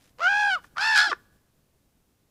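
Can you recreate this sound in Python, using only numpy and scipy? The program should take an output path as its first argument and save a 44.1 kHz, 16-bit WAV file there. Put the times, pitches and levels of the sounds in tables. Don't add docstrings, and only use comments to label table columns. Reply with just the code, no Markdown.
import sys
import numpy as np
from scipy import signal
from scipy.fft import rfft, irfft
from scipy.io import wavfile
from scipy.ndimage import uniform_filter1d

SR = 44100
rng = np.random.default_rng(int(sys.argv[2]) if len(sys.argv) > 2 else 0)


def log_audio(samples):
    frames = np.atleast_2d(samples).T
    limited = np.clip(frames, -1, 1)
    pcm = np.round(limited * 32767).astype(np.int16)
    wavfile.write(sys.argv[1], SR, pcm)


N = 101429


def undb(db):
    return 10 ** (np.asarray(db) / 20)


def unit(x):
    return x / np.sqrt(np.mean(x ** 2))


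def gain_at(hz, spectrum):
    f, db = np.array(spectrum, float).T
    return undb(np.interp(np.log(np.maximum(hz, 1)), np.log(f), db))


def coloured(x, spectrum):
    f = np.arange(N // 2 + 1) * SR / N
    return unit(irfft(rfft(x) * gain_at(f, spectrum), N))


def noise(spectrum):
    return coloured(rng.standard_normal(N), spectrum)


def wander(rate_hz):
    f = np.arange(N // 2 + 1) * SR / N
    return unit(irfft(rfft(rng.standard_normal(N)) * np.exp(-(f / rate_hz) ** 2), N))


def swell(t, centre, length):
    return np.exp(-8 * ((t - centre) / length) ** 2)


def ramp(t, start, length):
    return np.clip((t - start) / length, 0, 1)


# f/Hz, relative level/dB
AIR_SPECTRUM = [(15, -34), (25, -4), (113, 0), (209, -5), (400, -9), (1620, -19), (15500, -23.5)]
RUMBLE_SPECTRUM = [(20, -6), (60, -6), (150, -6), (300, -11.5), (700, -22), (2000, -34)]
# t/s, level/dB
RUMBLE_ENVELOPE = [(0, -67), (.4, -60), (1.2, -60.5), (1.45, -69.5), (2.3, -72.5)]


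def air(t, steady_db=-71):
    rumble_db = np.interp(t, *np.array(RUMBLE_ENVELOPE).T)
    rumble = noise(RUMBLE_SPECTRUM) * undb(rumble_db + 1.5 * wander(19))
    return undb(steady_db) * noise(AIR_SPECTRUM) + rumble


# f/Hz, relative level/dB
GROUND_SPECTRUM = [(300, -6), (1400, -4.5), (4000, -1), (15000, -3)]
FOREST_SPECTRUM = [(300, -1), (1600, -0.5), (4500, -2.5), (15000, -9.5)]


def clearing(t, x):
    def tail(spectrum, db, t60_s, rise_s):
        envelope = undb(-60 * t / t60_s) * (1 - np.exp(-t / rise_s))
        return undb(db) * unit(noise(spectrum) * envelope) / np.sqrt(N)
    ground = tail(GROUND_SPECTRUM, db=-19, t60_s=.19, rise_s=.0028)
    forest = tail(FOREST_SPECTRUM, db=-47, t60_s=1.0, rise_s=.047)
    return x + signal.fftconvolve(x, ground + forest)[:N]


# centre t/s, length/s, level/dB
WING_STROKES = [(0.045, 0.18, -64.5), (0.264, 0.084, -68), (0.646, 0.091, -63)]
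# f/Hz, relative level/dB
FEATHER_SPECTRUM = [(200, 1), (2000, 3), (6000, -1), (13000, -8.5), (16000, -23)]


def wings(t):
    envelope = sum(undb(db) * swell(t, at, length) for at, length, db in WING_STROKES)
    return noise(FEATHER_SPECTRUM) * undb(2.9 * wander(200)) * envelope


# centre t/s, length/s, f/Hz, level/dB
GRUNTS = [(1.079, .016, 338.5, -42), (1.099, 0.014, 322, -39.5), (1.122, 0.011, 438, -32.5),
          (1.132, 0.017, 362, -35.5)]


def grunts(t):
    return sum(undb(db) * swell(t, at, length) * np.sin(2 * np.pi * hz * (t - at))
               for at, length, hz, db in GRUNTS)


# t/s, ring level/dB, crack level/dB
POPS = [(.185, -42, -43), (.194, -34, -44.5), (0.204, -40.5, -36.5), (0.554, -51, -35.5),
        (0.591, -38, -60.5), (.643, -31, -57), (.762, -28, -50), (.769, -25, -37), (.781, -29.5, -24.5),
        (1.116, -10.5, -38), (1.128, -6, -30.5)]
# f/Hz, relative level/dB, T60/s
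THROAT_MODES = [(1180, -0.5, 0.012), (1430, -1, .015), (1736, -9, 0.025), (2550, -19, .014)]
# f/Hz, relative level/dB
CRACK_SPECTRUM = [(300, -23.5), (800, -6.5), (1400, 4.5), (4500, -6), (8000, -20), (15000, -46.5)]


def pops(t, ring_rise_s=.00069, crack_rise_s=.0003, crack_decay_s=.0025):
    rings, cracks = 0, 0
    for start, ring_db, crack_db in POPS:
        age = np.maximum(t - start, 0)
        ring = sum(undb(db - 60 * age / t60) * np.sin(2 * np.pi * hz * age)
                   for hz, db, t60 in THROAT_MODES)
        rings += undb(ring_db) * ring * (1 - np.exp(-age / ring_rise_s)) ** 2
        cracks += undb(crack_db) * np.exp(-age / crack_decay_s) * (1 - np.exp(-age / crack_rise_s))
    return rings + cracks * noise(CRACK_SPECTRUM)


# t/s, level/dB
SCREAM_ENVELOPE = [(.939, -50), (.956, -32.5), (.98, -24), (1.005, -28.5), (1.035, -41), (1.07, -46.5),
                   (1.09, -65)]
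# f/Hz, relative level/dB
HARSH_RASP = [(300, -46), (550, -32.5), (800, -7.5), (1050, -12), (1450, 1.5), (1750, 7.5), (2000, -5.5),
              (2600, -12.5), (4500, -2.5), (6200, -6), (7700, -13.5), (8600, -24.5), (9500, -13.5),
              (12000, -27), (15000, -48.5)]
SNAP_SPECTRUM = [(400, -51), (2700, -12.5), (4200, 3), (7600, -4), (8600, -21.5), (9500, -11), (12000, -19),
                 (15000, -43.5)]


def scream(t, burst_hz=108, throb_db=4.5, snap_decay_s=.0032):
    started = t > SCREAM_ENVELOPE[0][0]
    cycles = np.cumsum(burst_hz * (1 + .097 * wander(80)) * started) / SR
    envelope = undb(np.interp(t, *np.array(SCREAM_ENVELOPE).T, left=-np.inf, right=-np.inf))
    roar = undb(throb_db * (np.cos(2 * np.pi * cycles) - 2)) * noise(HARSH_RASP)
    burst_age = (cycles % 1) / burst_hz
    snaps = undb(1 + 2 * wander(100)) * np.exp(-burst_age / snap_decay_s) * noise(SNAP_SPECTRUM)
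    return envelope * (roar + snaps)


def flutter(t, start, rate_hz=86.4, slowing_hz_per_s=50):
    age = t - start
    hz = (rate_hz - slowing_hz_per_s * np.clip(age, 0, .5)) * (1 + .035 * wander(40))
    phase = 2 * np.pi * np.cumsum(hz * (age > 0)) / SR
    depth = 1 - .75 * ramp(age, start=.3, length=.063)
    return phase, depth


def creak(age, flutter_phase, depth_db=22, fade_s=.03, lag_cycles=.38):
    sag = (flutter_phase / (2 * np.pi) - lag_cycles) % 1 - .3
    return uniform_filter1d(undb(-depth_db * np.exp(-age / fade_s) * sag), size=24)


def beak_notch(age, hz, start_hz=8550, climb_hz_per_s=10000, width_hz=740, gain_db=-14.5):
    offset_hz = hz - start_hz - climb_hz_per_s * age
    return undb(gain_db * np.exp(-(offset_hz / width_hz) ** 2))


EDGE_S = .012
HOARSE_DB, HOARSE_FADE_S = 7.5, .07
RESONANCE_HZ, RESONANCE_FLANK_HZ = 1430, 260


def voice(t, contour, throat, turbulence, tremble, *, swing, jitter, shimmer_db, rasp_db,
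          h1_throb_db, h2_throb_db, treble_throb_db):
    times, *columns = np.array(contour, float).T
    pitch, h1_db, h2_db, treble_db = (np.interp(t, times, c) for c in columns)
    flutter_phase, depth = tremble
    age = np.maximum(t - times[0], 0)
    gate = ramp(t, times[0] - EDGE_S, EDGE_S) * (1 - ramp(t, times[-1], EDGE_S))
    shake = depth * (np.cos(flutter_phase) + .25 * np.cos(2 * flutter_phase)) * (1 + .3 * wander(60))
    hoarse = undb(HOARSE_DB * np.exp(-age / HOARSE_FADE_S))
    hz = pitch * (1 + swing * shake + jitter * hoarse * depth * wander(700))
    phase = 2 * np.pi * np.cumsum(hz) / SR

    h1 = undb(h1_db + h1_throb_db * shake) * np.sin(phase)
    flank = ramp(2 * pitch, RESONANCE_HZ, RESONANCE_FLANK_HZ)
    h2 = undb(h2_db - h2_throb_db * flank * shake) * np.sin(2 * phase)

    overtones, power = 0, 0
    for k in range(3, 24):
        gain = throat(t, k * hz) * beak_notch(age, k * hz) * (k * hz < SR / 2)
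        throb_db = treble_throb_db * np.cos(flutter_phase + .5 * (k - 3)) + shimmer_db * wander(220)
        overtones += gain * undb(depth * throb_db) * np.sin(k * phase + rng.uniform(0, 2 * np.pi))
        power += gain ** 2

    puffs = coloured(rng.standard_normal(N) * (1 + np.cos(phase)), turbulence)
    rasp = hoarse * undb(rasp_db + 4 * depth * np.cos(flutter_phase)) * np.sqrt(depth) * puffs
    treble = undb(treble_db) * (overtones / np.sqrt(power) + rasp)
    return np.sqrt(2) * gate * creak(age, flutter_phase) * (h1 + h2 + treble)


RESHAPE_S = .06
# f/Hz, relative level/dB
FIRST_THROAT = [(1500, 0.5), (1900, 3), (2250, 3.5), (2600, -0.5), (3000, 4.5), (3400, -7.5), (4150, -13),
                (4700, -9.5), (5200, -16), (5750, -12), (6800, -21), (8300, -27.5), (9200, -23.5),
                (10300, -34), (11500, -32.5), (15000, -57.5)]
NARROWING = [(2400, -4.5), (3100, 1), (5200, 4.5), (6000, -9), (7200, 0)]


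def first_throat(t, hz):
    return gain_at(hz, FIRST_THROAT) * gain_at(hz, NARROWING) ** ramp(t, .42, RESHAPE_S)


# t/s, f/Hz, harmonic 1 level/dB, harmonic 2 level/dB, treble level/dB
CLEAR_VOICE = [(0.19, 479.2, -47, -54.5, -57.5), (0.208, 608.4, -39, -31.5, -45.5),
               (0.22, 683, -35.5, -26.5, -39.5), (0.238, 688.6, -32.5, -23, -33),
               (0.272, 745.5, -29.5, -16, -34.5), (0.296, 806, -31, -22.5, -37),
               (0.406, 838.5, -26.5, -25.5, -34.5), (0.462, 815.2, -27, -23.5, -37.5),
               (0.488, 819, -27, -23.5, -38), (0.518, 753.3, -34, -25, -31),
               (0.536, 744.4, -32.5, -22.5, -31), (0.552, 713, -42.5, -25.5, -36),
               (.558, 669, -44.5, -25.5, -50), (0.572, 594, -49, -32.5, -56.5),
               (0.59, 471, -61, -54, -60.5)]
# f/Hz, relative level/dB
CLEAR_RASP = [(300, -41), (800, -8.5), (1200, -0.5), (1500, 5), (1950, -13.5), (2600, -9), (3300, -6),
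              (4700, -1.5), (6800, -8.5), (8600, -22), (12000, -29), (15000, -47.5)]


def first_caw(t):
    tremble = flutter(t, CLEAR_VOICE[0][0])
    return voice(t, CLEAR_VOICE, first_throat, CLEAR_RASP, tremble,
                 swing=.025, jitter=.0055, shimmer_db=2.5, rasp_db=-17,
                 h1_throb_db=.5, h2_throb_db=4, treble_throb_db=3)


# f/Hz, relative level/dB
SECOND_THROAT = [(1500, -5.5), (2100, 6.5), (2600, 7), (3400, 2), (4200, 2.5), (5200, 3.5), (6200, -15.5),
                 (7600, -11.5), (8600, -18.5), (11500, -26), (15000, -47)]
STRAIN = [(2000, 2.5), (2550, -10.5), (3300, 1.5), (4150, 3), (5200, 0.5), (9500, -2)]
CLOSING = [(2100, -12), (2800, 0), (3300, 4.5), (4200, -12.5), (5000, -5), (5650, 4), (6500, 3), (9500, -5)]


def second_throat(t, hz):
    strain = gain_at(hz, STRAIN) ** ramp(t, .94, RESHAPE_S)
    closing = gain_at(hz, CLOSING) ** ramp(t, 1.07, RESHAPE_S)
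    return gain_at(hz, SECOND_THROAT) * strain * closing


# t/s, f/Hz, harmonic 1 level/dB, harmonic 2 level/dB, treble level/dB
UPPER_VOICE = [(0.766, 580, -57.5, -36.5, -64), (0.784, 730, -45.5, -26, -47.5),
               (.815, 827, -33.5, -27.5, -30.5), (.85, 879.4, -33, -25.5, -30),
               (0.893, 890.2, -29, -23.5, -30), (.945, 860, -32, -21.5, -34), (0.976, 822.5, -38, -17, -28),
               (1.005, 834, -39.5, -19.5, -29), (1.045, 868.2, -35.5, -26.5, -32),
               (1.072, 829.8, -36, -23.5, -35.5), (1.085, 790, -37, -36, -36.5),
               (1.092, 722, -37.5, -28, -42), (1.099, 674, -41.5, -42, -34.5),
               (1.111, 629, -44.5, -33, -37), (1.121, 560, -47, -24, -43), (1.139, 472.8, -53, -58, -61)]
LOWER_VOICE = [(.78, 600, -63, -40.5, -49), (.83, 704, -54.5, -31.5, -42), (.89, 736, -55.5, -34.5, -48),
               (.945, 760, -54.5, -39, -39.5), (.96, 749.6, -42.5, -21.5, -29),
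               (.995, 738.3, -41.5, -21, -26), (1.031, 751.6, -42.5, -24, -35.5),
               (1.085, 701, -49, -35.5, -46.5)]


def second_caw(t):
    tremble = flutter(t, UPPER_VOICE[0][0])
    upper = voice(t, UPPER_VOICE, second_throat, HARSH_RASP, tremble,
                  swing=.028, jitter=.01, shimmer_db=3.5, rasp_db=-14,
                  h1_throb_db=4, h2_throb_db=1, treble_throb_db=1.5)
    lower = voice(t, LOWER_VOICE, second_throat, HARSH_RASP, tremble,
                  swing=.055, jitter=.06, shimmer_db=2.5, rasp_db=-11.5,
                  h1_throb_db=3, h2_throb_db=1, treble_throb_db=4)
    return upper + lower


def scene(throat_cutoff_hz=402.8):
    t = np.arange(N) / SR
    highpass = signal.butter(4, throat_cutoff_hz, "high", fs=SR, output="sos")
    calls = signal.sosfilt(highpass, first_caw(t) + second_caw(t) + scream(t) + pops(t))
    return (clearing(t, calls + grunts(t) + wings(t)) + air(t))[None]


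def record(dry, cutoff_hz=15450):
    return signal.sosfilt(signal.ellip(10, .2, 80, cutoff_hz, fs=SR, output="sos"), dry)


dry = scene()
out = record(dry)
log_audio(out)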